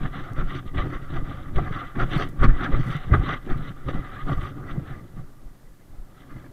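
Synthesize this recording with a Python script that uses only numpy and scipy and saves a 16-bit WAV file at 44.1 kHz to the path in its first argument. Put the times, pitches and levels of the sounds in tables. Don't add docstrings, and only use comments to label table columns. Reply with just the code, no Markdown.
import sys
import numpy as np
from scipy import signal
from scipy.fft import rfft, irfft, next_fast_len
from scipy.io import wavfile
from scipy.ndimage import uniform_filter1d

SR = 44100
rng = np.random.default_rng(int(sys.argv[2]) if len(sys.argv) > 2 else 0)


def int16_out(signal):
    q = np.round(np.clip(np.atleast_2d(signal).T, -1, 1) * 32767)
    wavfile.write(sys.argv[1], SR, q.astype(np.int16))


N = 287796

# f/Hz, level/dB
FAR_WIND_COLOUR = [(18, -35), (30, 4), (71, -25.5), (197, -7.5), (647, -18.5), (1150, -24), (2770, -40),
                   (4000, -39.5), (5200, -44), (8800, -120)]
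FAR_WIND_DB = -55.5
# 2 kHz register/dB, treble/dB, low-mid/dB
BRUSHES = [(0.04, 0.083, 0.02, 0.046, -39, -4.0, -9, -0.5),
           (0.142, 0.042, 0.057, 0.052, -38, -6, -10.5, -7),
           (0.236, 0.012, 0.088, 0.014, -46.5, -4, -12.5, -2.5),
           (0.384, 0.057, 0.032, 0.058, -36.5, -7, -11.5, -4),
           (0.496, 0.052, 0.099, 0.029, -39.5, -8.5, -9, -7.5),
           (0.665, 0.011, 0.028, 0.025, -50, -12, -9.0, -4.5),
           (0.745, 0.012, 0.068, 0.018, -43, -11, -6, -2.5), (0.779, 0.019, 0.008, 0.12, -33, -2.5, -9, -3),
           (0.934, 0.094, 0.022, 0.052, -37.5, -7, -11.5, -11),
           (1.033, 0.091, 0.018, 0.016, -50.5, -7.5, -16, -5),
           (1.165, 0.13, 0.004, 0.055, -36, -8, -11, -3.5),
           (1.257, 0.044, 0.16, 0.098, -46.0, -7, -10, -2.5),
           (1.488, 0.12, 0.007, 0.014, -46, -10, -13, -5), (1.571, 0.033, 0.019, 0.032, -36, -3, -9, 1.5),
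           (1.645, 0.092, 0.036, 0.045, -40.5, -2, -12, -3.5),
           (1.726, 0.037, 0.084, 0.17, -37.0, -6.0, -12.5, -6),
           (1.957, 0.0082, 0.004, 0.054, -42.5, 4.5, -9, 5),
           (1.997, 0.034, 0.037, 0.028, -30, -6.5, -12, -2.5),
           (2.153, 0.12, 0.071, 0.058, -32.0, -5, -6, -2.5),
           (2.436, 0.037, 0.0096, 0.031, -22.5, -7.5, -12, -5.5),
           (2.486, 0.024, 0.004, 0.069, -38.5, -0.5, -15.5, -8),
           (2.64, 0.14, 0.025, 0.046, -31.5, -4, -9.5, -4.5),
           (2.732, 0.043, 0.019, 0.071, -32, -6.0, -12.5, -1),
           (2.919, 0.37, 0.041, 0.11, -37, -4.5, -8, -4.5), (3.033, 0.032, 0.019, 0.012, -42, -11, -11, -6),
           (3.138, 0.016, 0.0043, 0.027, -19, -5.5, -17, -5),
           (3.177, 0.222, 0.065, 0.019, -41.5, -4, -10, 0.0),
           (3.288, 0.079, 0.056, 0.045, -28.5, -5, -13, -9.5),
           (3.516, 0.072, 0.006, 0.048, -37, -3, -12, -0.5),
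           (3.622, 0.15, 0.098, 0.016, -45, -9, -9.5, -5.5), (3.766, 0.013, 0.06, 0.056, -53, -12, -12, -2),
           (3.887, 0.038, 0.023, 0.014, -38, -10, -7.0, 0),
           (3.946, 0.036, 0.009, 0.095, -39.0, -4.0, -10, -0.5),
           (4.048, 0.042, 0.18, 0.018, -44.5, -2.5, -11.0, -3.5),
           (4.284, 0.049, 0.039, 0.081, -34, -10, -12.0, -5.5),
           (4.422, 0.11, 0.052, 0.047, -38.5, -11, -9.0, -5.5),
           (4.633, 0.54, 0.052, 0.14, -49.5, -19, -16, -0.5),
           (4.691, 0.037, 0.004, 0.077, -40.5, -4.5, -8.5, -6.5),
           (4.908, 0.14, 0.005, 0.11, -45.0, -0.5, -11.5, -3.5),
           (5.163, 0.012, 0.049, 0.037, -58.5, -4, -10.5, 5.5),
           (6.229, 0.32, 0.004, 0.057, -59.5, -0.5, -6.5, -0.5),
           (6.308, 0.066, 0.004, 0.069, -52, -3, -7, -5), (6.362, 0.012, 0.1, 0.049, -57.5, 1, -7.5, -6)]
# t/s, level/dB
CLOTH = [(0, -58), (4.6, -57.5), (5.2, -65), (6.53, -73)]
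# 2 kHz register/dB, treble/dB, low-mid/dB
CLOTH_COLOUR_DB = (-3.5, -10.5, -4.5)
# t/s, level/dB, low-mid against it/dB, treble against it/dB
CRUNCHES = [(0.1451, -35, -17, -21), (0.387, -30.5, 3, -23), (0.4738, -42, -9, -10), (0.7447, -37, 1, -8),
            (1.558, -34.5, -6, 0), (1.5815, -25, 7.5, -24), (1.9574, -39, -7, -14), (2.004, -27, 8, -19),
            (2.197, -26.5, 0, -4.5), (2.4049, -35, -14, -14), (2.4384, -19, -6, -21),
            (2.4917, -33, -19, -28), (3.14, -10.5, -3, -30), (3.287, -18, -14, -19),
            (3.4975, -28.5, -15, -11), (3.7688, -48, -10, -20), (3.885, -29.5, 8.5, -10),
            (4.2682, -39, -5.5, -17), (4.292, -35.5, 13, -23), (4.6942, -29, -20, -24)]
CRUNCH_RISE_S, CRUNCH_T60_S = 0.0018, 0.055
CRUNCH_UPPER_DB = -13.5
# f/Hz, level/dB
CASE_COLOUR = [(240, -2), (400, -13.5), (639, -9.5), (757, -10), (897, -25), (1230, 4.5), (1470, -11),
               (1990, -2.5), (2480, -24), (3520, -19.5), (4230, -23.5), (5280, -46.5), (6010, -35.5),
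               (6850, -50), (9000, -53.5), (11700, -82), (19800, -120)]
# upper modes/dB, lowest mode/dB
MOUNT_SWELLS = [(0.041, 0.17, 0.034, 0.021, -27, -11.5, -17),
                (0.156, 0.082, 0.053, 0.048, -35.5, -6.0, -12),
                (0.316, 0.023, 0.0056, 0.022, -35, -14, -9.5), (0.381, 0.062, 0.056, 0.06, -32, -8, -10),
                (0.529, 0.073, 0.0056, 0.13, -30.5, -8.5, -6), (0.653, 0.017, 0.009, 0.056, -35.5, -14, -2),
                (0.754, 0.037, 0.017, 0.014, -29.5, -4, -0.5), (0.792, 0.056, 0.075, 0.058, -30, -7, -4),
                (0.931, 0.16, 0.025, 0.097, -40, 1.5, -8), (1.11, 0.024, 0.12, 0.018, -33.5, -6.5, -2.5),
                (1.287, 0.047, 0.018, 0.41, -38, -5.5, -1.5), (1.585, 0.12, 0.004, 0.24, -29.5, -4.5, -0.5),
                (1.698, 0.015, 0.006, 0.035, -26.5, -11, -10.0), (1.761, 0.021, 0.004, 0.04, -35.5, 1, -2),
                (1.971, 0.022, 0.014, 0.025, -26, -3, -10.5),
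                (2.012, 0.019, 0.005, 0.13, -20.5, -10.5, -15.5),
                (2.152, 0.044, 0.016, 0.024, -21.5, -5, -16), (2.214, 0.02, 0.01, 0.16, -33.0, -2, 0),
                (2.436, 0.026, 0.0034, 0.053, -13.5, -6, -18), (2.474, 0.13, 0.005, 0.093, -23.5, -6.5, -9),
                (2.684, 0.38, 0.09, 0.051, -32, 0, -3.5), (2.799, 0.053, 0.0053, 0.03, -22.5, -12.0, -9),
                (2.878, 0.044, 0.007, 0.067, -25.5, -7.5, -15.5),
                (2.958, 0.077, 0.019, 0.016, -31.0, -9, -14), (3.126, 0.055, 0.036, 0.058, -20, -10.5, 2),
                (3.273, 0.23, 0.06, 0.064, -32, -3.5, -10.0), (3.499, 0.065, 0.033, 0.017, -32, 1.0, -16),
                (3.561, 0.014, 0.004, 0.082, -23.5, -14, -15), (3.68, 0.22, 0.033, 0.017, -34.5, -10, -8),
                (3.87, 0.039, 0.012, 0.096, -30.5, -3.5, -1), (3.943, 0.024, 0.012, 0.11, -28.5, -6, -5),
                (4.151, 0.012, 0.014, 0.36, -43.5, -11, -4), (4.324, 0.092, 0.0056, 0.022, -22, -6, -13),
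                (4.366, 0.089, 0.085, 0.094, -39, -9, 4.5), (4.781, 0.014, 0.0072, 0.0098, -23, -20, -7),
                (4.917, 0.103, 0.004, 0.077, -40.5, -10, -4), (5.161, 0.015, 0.043, 0.054, -35.5, -25, -19),
                (5.886, 0.035, 0.01, 0.32, -55.5, -6.5, 3.5), (6.372, 0.24, 0.005, 0.12, -45, 0, -1),
                (6.441, 0.024, 0.057, 0.114, -47.5, -1, -7)]
# t/s, level/dB
TREMBLE = [(0, -45), (3.6, -51), (4.8, -36), (5.3, -56.5), (5.9, -58.5), (6.53, -62)]
# upper modes/dB, lowest mode/dB
TREMBLE_COLOUR_DB = (-5, -4)
# f/Hz, width/Hz, level/dB
MOUNT_MAIN = [(129.3, 26.6, 1.5)]
# f/Hz, width/Hz, level/dB
MOUNT_LOWEST = [(86.4, 43, 0)]
# f/Hz, width/Hz, level/dB
MOUNT_UPPER = [(271.3, 24, 5), (375.3, 18, -3), (226, 98, 0.5)]
# full at t/s, rise over 20 dB/s, hold/s, fall over 20 dB/s, level/dB
SWINGS = [(0.0, 0.021, 0.041, 0.14, -25), (0.229, 0.037, 0.014, 0.017, -29.5),
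          (0.387, 0.075, 0.062, 0.106, -21.5), (0.592, 0.049, 0.014, 0.017, -31),
          (0.685, 0.052, 0.047, 0.023, -33), (0.774, 0.022, 0.013, 0.048, -13),
          (0.866, 0.024, 0.0086, 0.036, -33), (0.958, 0.029, 0.013, 0.015, -26),
          (1.206, 0.22, 0.009, 0.13, -21.5), (1.401, 0.022, 0.025, 0.014, -33),
          (1.582, 0.11, 0.005, 0.059, -17), (1.637, 0.079, 0.11, 0.19, -31),
          (2.017, 0.109, 0.013, 0.17, -23), (2.123, 0.052, 0.004, 0.2, -21.5),
          (2.419, 0.052, 0.022, 0.039, -12), (2.468, 0.033, 0.027, 0.16, -11.0),
          (2.737, 0.027, 0.0096, 0.032, -8.5), (2.781, 0.021, 0.0067, 0.11, -15),
          (3.115, 0.049, 0.031, 0.012, -20), (3.178, 0.025, 0.025, 0.077, -18),
          (3.358, 0.053, 0.03, 0.016, -31.5), (3.508, 0.045, 0.079, 0.03, -19.5),
          (3.92, 0.18, 0.075, 0.098, -23), (4.287, 0.099, 0.0066, 0.028, -17.5),
          (4.359, 0.025, 0.007, 0.08, -16.5), (4.558, 0.014, 0.14, 0.016, -36.5),
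          (4.723, 0.015, 0.031, 0.02, -27.5), (4.932, 0.089, 0.008, 0.044, -34),
          (5.187, 0.042, 0.004, 0.11, -26.5), (5.471, 0.18, 0.004, 0.17, -39),
          (5.712, 0.098, 0.004, 0.033, -37.5), (6.017, 0.19, 0.005, 0.053, -33),
          (6.32, 0.015, 0.005, 0.106, -35)]
# t/s, level/dB
PORT_WIND = [(0, -40), (2.2, -39), (2.9, -34), (3.6, -42), (5.1, -46), (5.8, -52), (6.53, -45)]
# t/s, level/dB
SNAPS = [(0.334, -46.5), (2.178, -41), (2.2179, -50), (2.289, -45), (2.2954, -49), (2.6459, -51),
         (2.9667, -49), (3.577, -50)]
# t/s, level/dB, half swing/s, ring against swing/dB
JOLTS = [(0.385, -16, 0.025, -6), (0.741, -22, 0.021, -4.5), (1.12, -32, 0.01, -7),
         (1.558, -12, 0.011, -10), (2.009, -16, 0.02, 2), (2.155, -24, 0.01, -4), (2.41, -8.5, 0.013, -8.5),
         (2.481, -11.5, 0.017, 0), (2.739, -23, 0.017, 3), (2.789, -17, 0.015, 4), (3.12, -3.5, 0.007, -7),
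         (3.194, -13, 0.015, -3.5), (3.509, -15.5, 0.03, -13), (3.556, -18, 0.04, -5),
         (3.861, -18, 0.013, -1), (4.772, -25, 0.013, 0), (4.906, -31, 0.015, 8.5), (5.164, -40, 0.02, -5),
         (5.455, -27, 0.014, -14), (5.985, -27, 0.016, -19)]
SWING_DECAY = 1.6
RING_HZ, RING_RISE_S, RING_T60_S = 131.2, 0.008, 0.1
# middle t/s, half length/s, level/dB
SWISHES = [(.55, .06, -77), (2.02, .03, -77), (2.163, 0.15, -66), (2.43, 0.012, -64), (2.627, 0.045, -82),
           (2.886, 0.057, -61.5), (3.153, 0.025, -65), (3.895, 0.021, -69), (4.333, 0.095, -67),
           (4.436, 0.033, -72)]
HISS_DB, CUTOFF_HZ = -65, 15750


def amp(db):
    return 10 ** (np.asarray(db) / 20)


def rms_one(x):
    return x / np.sqrt(np.mean(x ** 2) + 1e-20)


def drift(rate_hz):
    r = np.exp(-2 * np.pi * rate_hz / SR)
    noise = rng.standard_normal(N + SR)
    return rms_one(signal.lfilter([1], [1, -2 * r, r * r], noise)[SR:])


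def coloured(x, points):
    size = next_fast_len(N)
    hz, db = np.transpose(points)
    log_hz = np.log(np.arange(size // 2 + 1) * SR / size + 1)
    gain = amp(np.interp(log_hz, np.log(hz), db))
    return irfft(rfft(x, size) * gain, size)[:N]


def band(x, low_hz, high_hz, order=2):
    sos = signal.butter(order, [low_hz, high_hz], "band", fs=SR, output="sos")
    return signal.sosfilt(sos, x)


def modes(x, table):
    out = 0
    for k, (hz, width_hz, db) in enumerate(table):
        r = np.exp(-np.pi * width_hz / SR)
        b = (1 - r * r) / 2 * np.array([1, 0, -1])
        a = [1, -2 * r * np.cos(2 * np.pi * hz / SR), r * r]
        out = out + (-1) ** k * amp(db) * signal.lfilter(b, a, x)
    return out


def grains(per_s, spread_db):
    sizes = amp(spread_db * np.minimum(rng.exponential(1, N), 4))
    signs = rng.choice([-1, 1], N)
    struck = rng.random(N) < per_s / SR
    return rms_one(sizes * signs * struck)


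def evened(x, window_s, share):
    power = uniform_filter1d(rms_one(x) ** 2, round(window_s * SR))
    return rms_one(x / (power + 0.05) ** (share / 2))


def patchy(x, low_hz, high_hz, patchy_db, count=3):
    edges_hz = np.geomspace(low_hz, high_hz, count + 1)
    slices = [band(x, a, b) * amp(patchy_db * drift(16.5)) for a, b in zip(edges_hz, edges_hz[1:])]
    return rms_one(sum(slices))


def strokes(events, between, between_db=()):
    t = np.arange(0, N / SR + 0.002, 0.001)
    full, rise, hold, fall, level_db, *colours_db = np.transpose(events)[:, :, None]
    rise_db = -20 * np.maximum(full - t, 0) / rise
    fall_db = -20 * np.maximum(t - full - hold, 0) / fall
    power = amp(2 * (level_db + rise_db + fall_db))
    bed = amp(2 * np.interp(t, *np.transpose(between)))
    total = power.sum(axis=0) + bed
    curves = [total]
    for event_db, bed_db in zip(colours_db, between_db):
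        colour_power = (power * amp(2 * event_db)).sum(axis=0) + bed * amp(2 * bed_db)
        curves.append(colour_power / total)
    t_out = np.arange(N) / SR
    return [np.interp(t_out, t, 10 * np.log10(p)) for p in curves]


def far_wind():
    level_db = FAR_WIND_DB + 2.5 * drift(7.6)
    return amp(level_db) * rms_one(coloured(rng.standard_normal(N), FAR_WIND_COLOUR))


def crunch_swell(extra_db):
    t = np.arange(SR // 4) / SR
    t_s, level_db = np.transpose(CRUNCHES)[:2]
    clicks = np.zeros(N)
    clicks[(t_s * SR).astype(int)] = amp(level_db + extra_db)
    envelope = amp(-60 * t / CRUNCH_T60_S) * (1 - np.exp(-t / CRUNCH_RISE_S))
    return np.abs(signal.fftconvolve(clicks, envelope)[:N])


def rustle():
    level_db, upper_db, treble_db, low_db = strokes(BRUSHES, CLOTH, CLOTH_COLOUR_DB)
    crunch_low_db, crunch_treble_db = np.transpose(CRUNCHES)[2:]
    level_db = level_db + 0.68 * drift(30)
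    crackle = grains(200, 2.8)

    def register(low_hz, high_hz, crackle_share, stroke_db, crunch_db):
        contacts = grains(7000, 1.8) + crackle_share * crackle
        strength = np.hypot(amp(level_db + stroke_db), crunch_swell(crunch_db))
        return strength * patchy(coloured(contacts, CASE_COLOUR), low_hz, high_hz, patchy_db=2.0)

    main = register(864, 1510, 0.57, 0, 0)
    upper = register(1580, 2544, 1.0, upper_db, CRUNCH_UPPER_DB)
    treble = register(2703, 10700, 0.36, treble_db + 2.1 * drift(35), crunch_treble_db)
    low = register(344, 865, 0.66, low_db + 1.1 * drift(40), crunch_low_db)
    return main + upper + treble + low


def shake():
    level_db, upper_db, lowest_db = strokes(MOUNT_SWELLS, TREMBLE, TREMBLE_COLOUR_DB)

    def ringing(pushes, mount, broad_hz, broad_width_hz, window_s, share):
        rung = modes(modes(pushes, mount), [(broad_hz, broad_width_hz, 0)])
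        return evened(rung, window_s, share)

    main = ringing(grains(250, 3.6), MOUNT_MAIN, 129, 115, 0.0424, 0.36)
    lowest = ringing(grains(150, 2.1), MOUNT_LOWEST, 79.6, 49, 0.065, 0.99)
    upper = ringing(grains(700, 3.4), MOUNT_UPPER, 284, 505, 0.059, 0.15)
    mix = main + amp(upper_db) * upper + amp(lowest_db) * lowest
    return amp(level_db + 1.2 * drift(26)) * mix


def buffet():
    level_db, = strokes(SWINGS, PORT_WIND)
    lumps = band(rng.standard_normal(N + SR), 8.6, 17.7, order=1)[SR:]
    lumps = signal.sosfilt(signal.butter(2, 52.0, fs=SR, output="sos"), lumps)
    return amp(level_db) * evened(lumps, 0.16, 0.44)


def snaps(t60_s):
    t = np.arange(SR // 100) / SR
    out = np.zeros(N + len(t))
    for t_s, level_db in SNAPS:
        i = round(t_s * SR)
        burst = rng.standard_normal(len(t)) * amp(-60 * t / t60_s)
        out[i:i + len(t)] += amp(level_db) * burst
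    return band(out[:N], 2800, 14000)


def jolts():
    out = np.zeros(N)
    for t_s, level_db, half_s, ring_db in JOLTS:
        i = round(t_s * SR)
        t = np.arange(min(SR // 4, N - i)) / SR
        swing = -np.sin(np.pi * t / half_s) * np.exp(-t / (SWING_DECAY * half_s))
        ring_envelope = amp(ring_db - 60 * t / RING_T60_S) * (1 - np.exp(-t / RING_RISE_S))
        ring = ring_envelope * np.sin(2 * np.pi * RING_HZ * t)
        out[i:i + len(t)] += amp(level_db) * (swing + ring)
    return out


def swishes():
    t = np.arange(N) / SR
    swell = sum(amp(db) * np.exp(-((t - mid_s) / half_s) ** 2) for mid_s, half_s, db in SWISHES)
    flicker = amp(2 * drift(40))
    return swell * flicker * rms_one(band(grains(9000, 2.5), 4100, 13000, order=1))


def scene():
    far = far_wind()
    near = rustle() + swishes() + shake() + buffet() + jolts() + snaps(t60_s=0.012)
    return (near + far)[None]


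def record(dry):
    hiss = amp(HISS_DB) * rng.standard_normal(dry.shape)
    droop = signal.cheby2(6, 30, 16250, fs=SR, output="sos")
    cut = signal.ellip(12, 0.5, 70, CUTOFF_HZ, fs=SR, output="sos")
    return signal.sosfilt(cut, signal.sosfilt(droop, dry + hiss))


dry = scene()
out = record(dry)
int16_out(out)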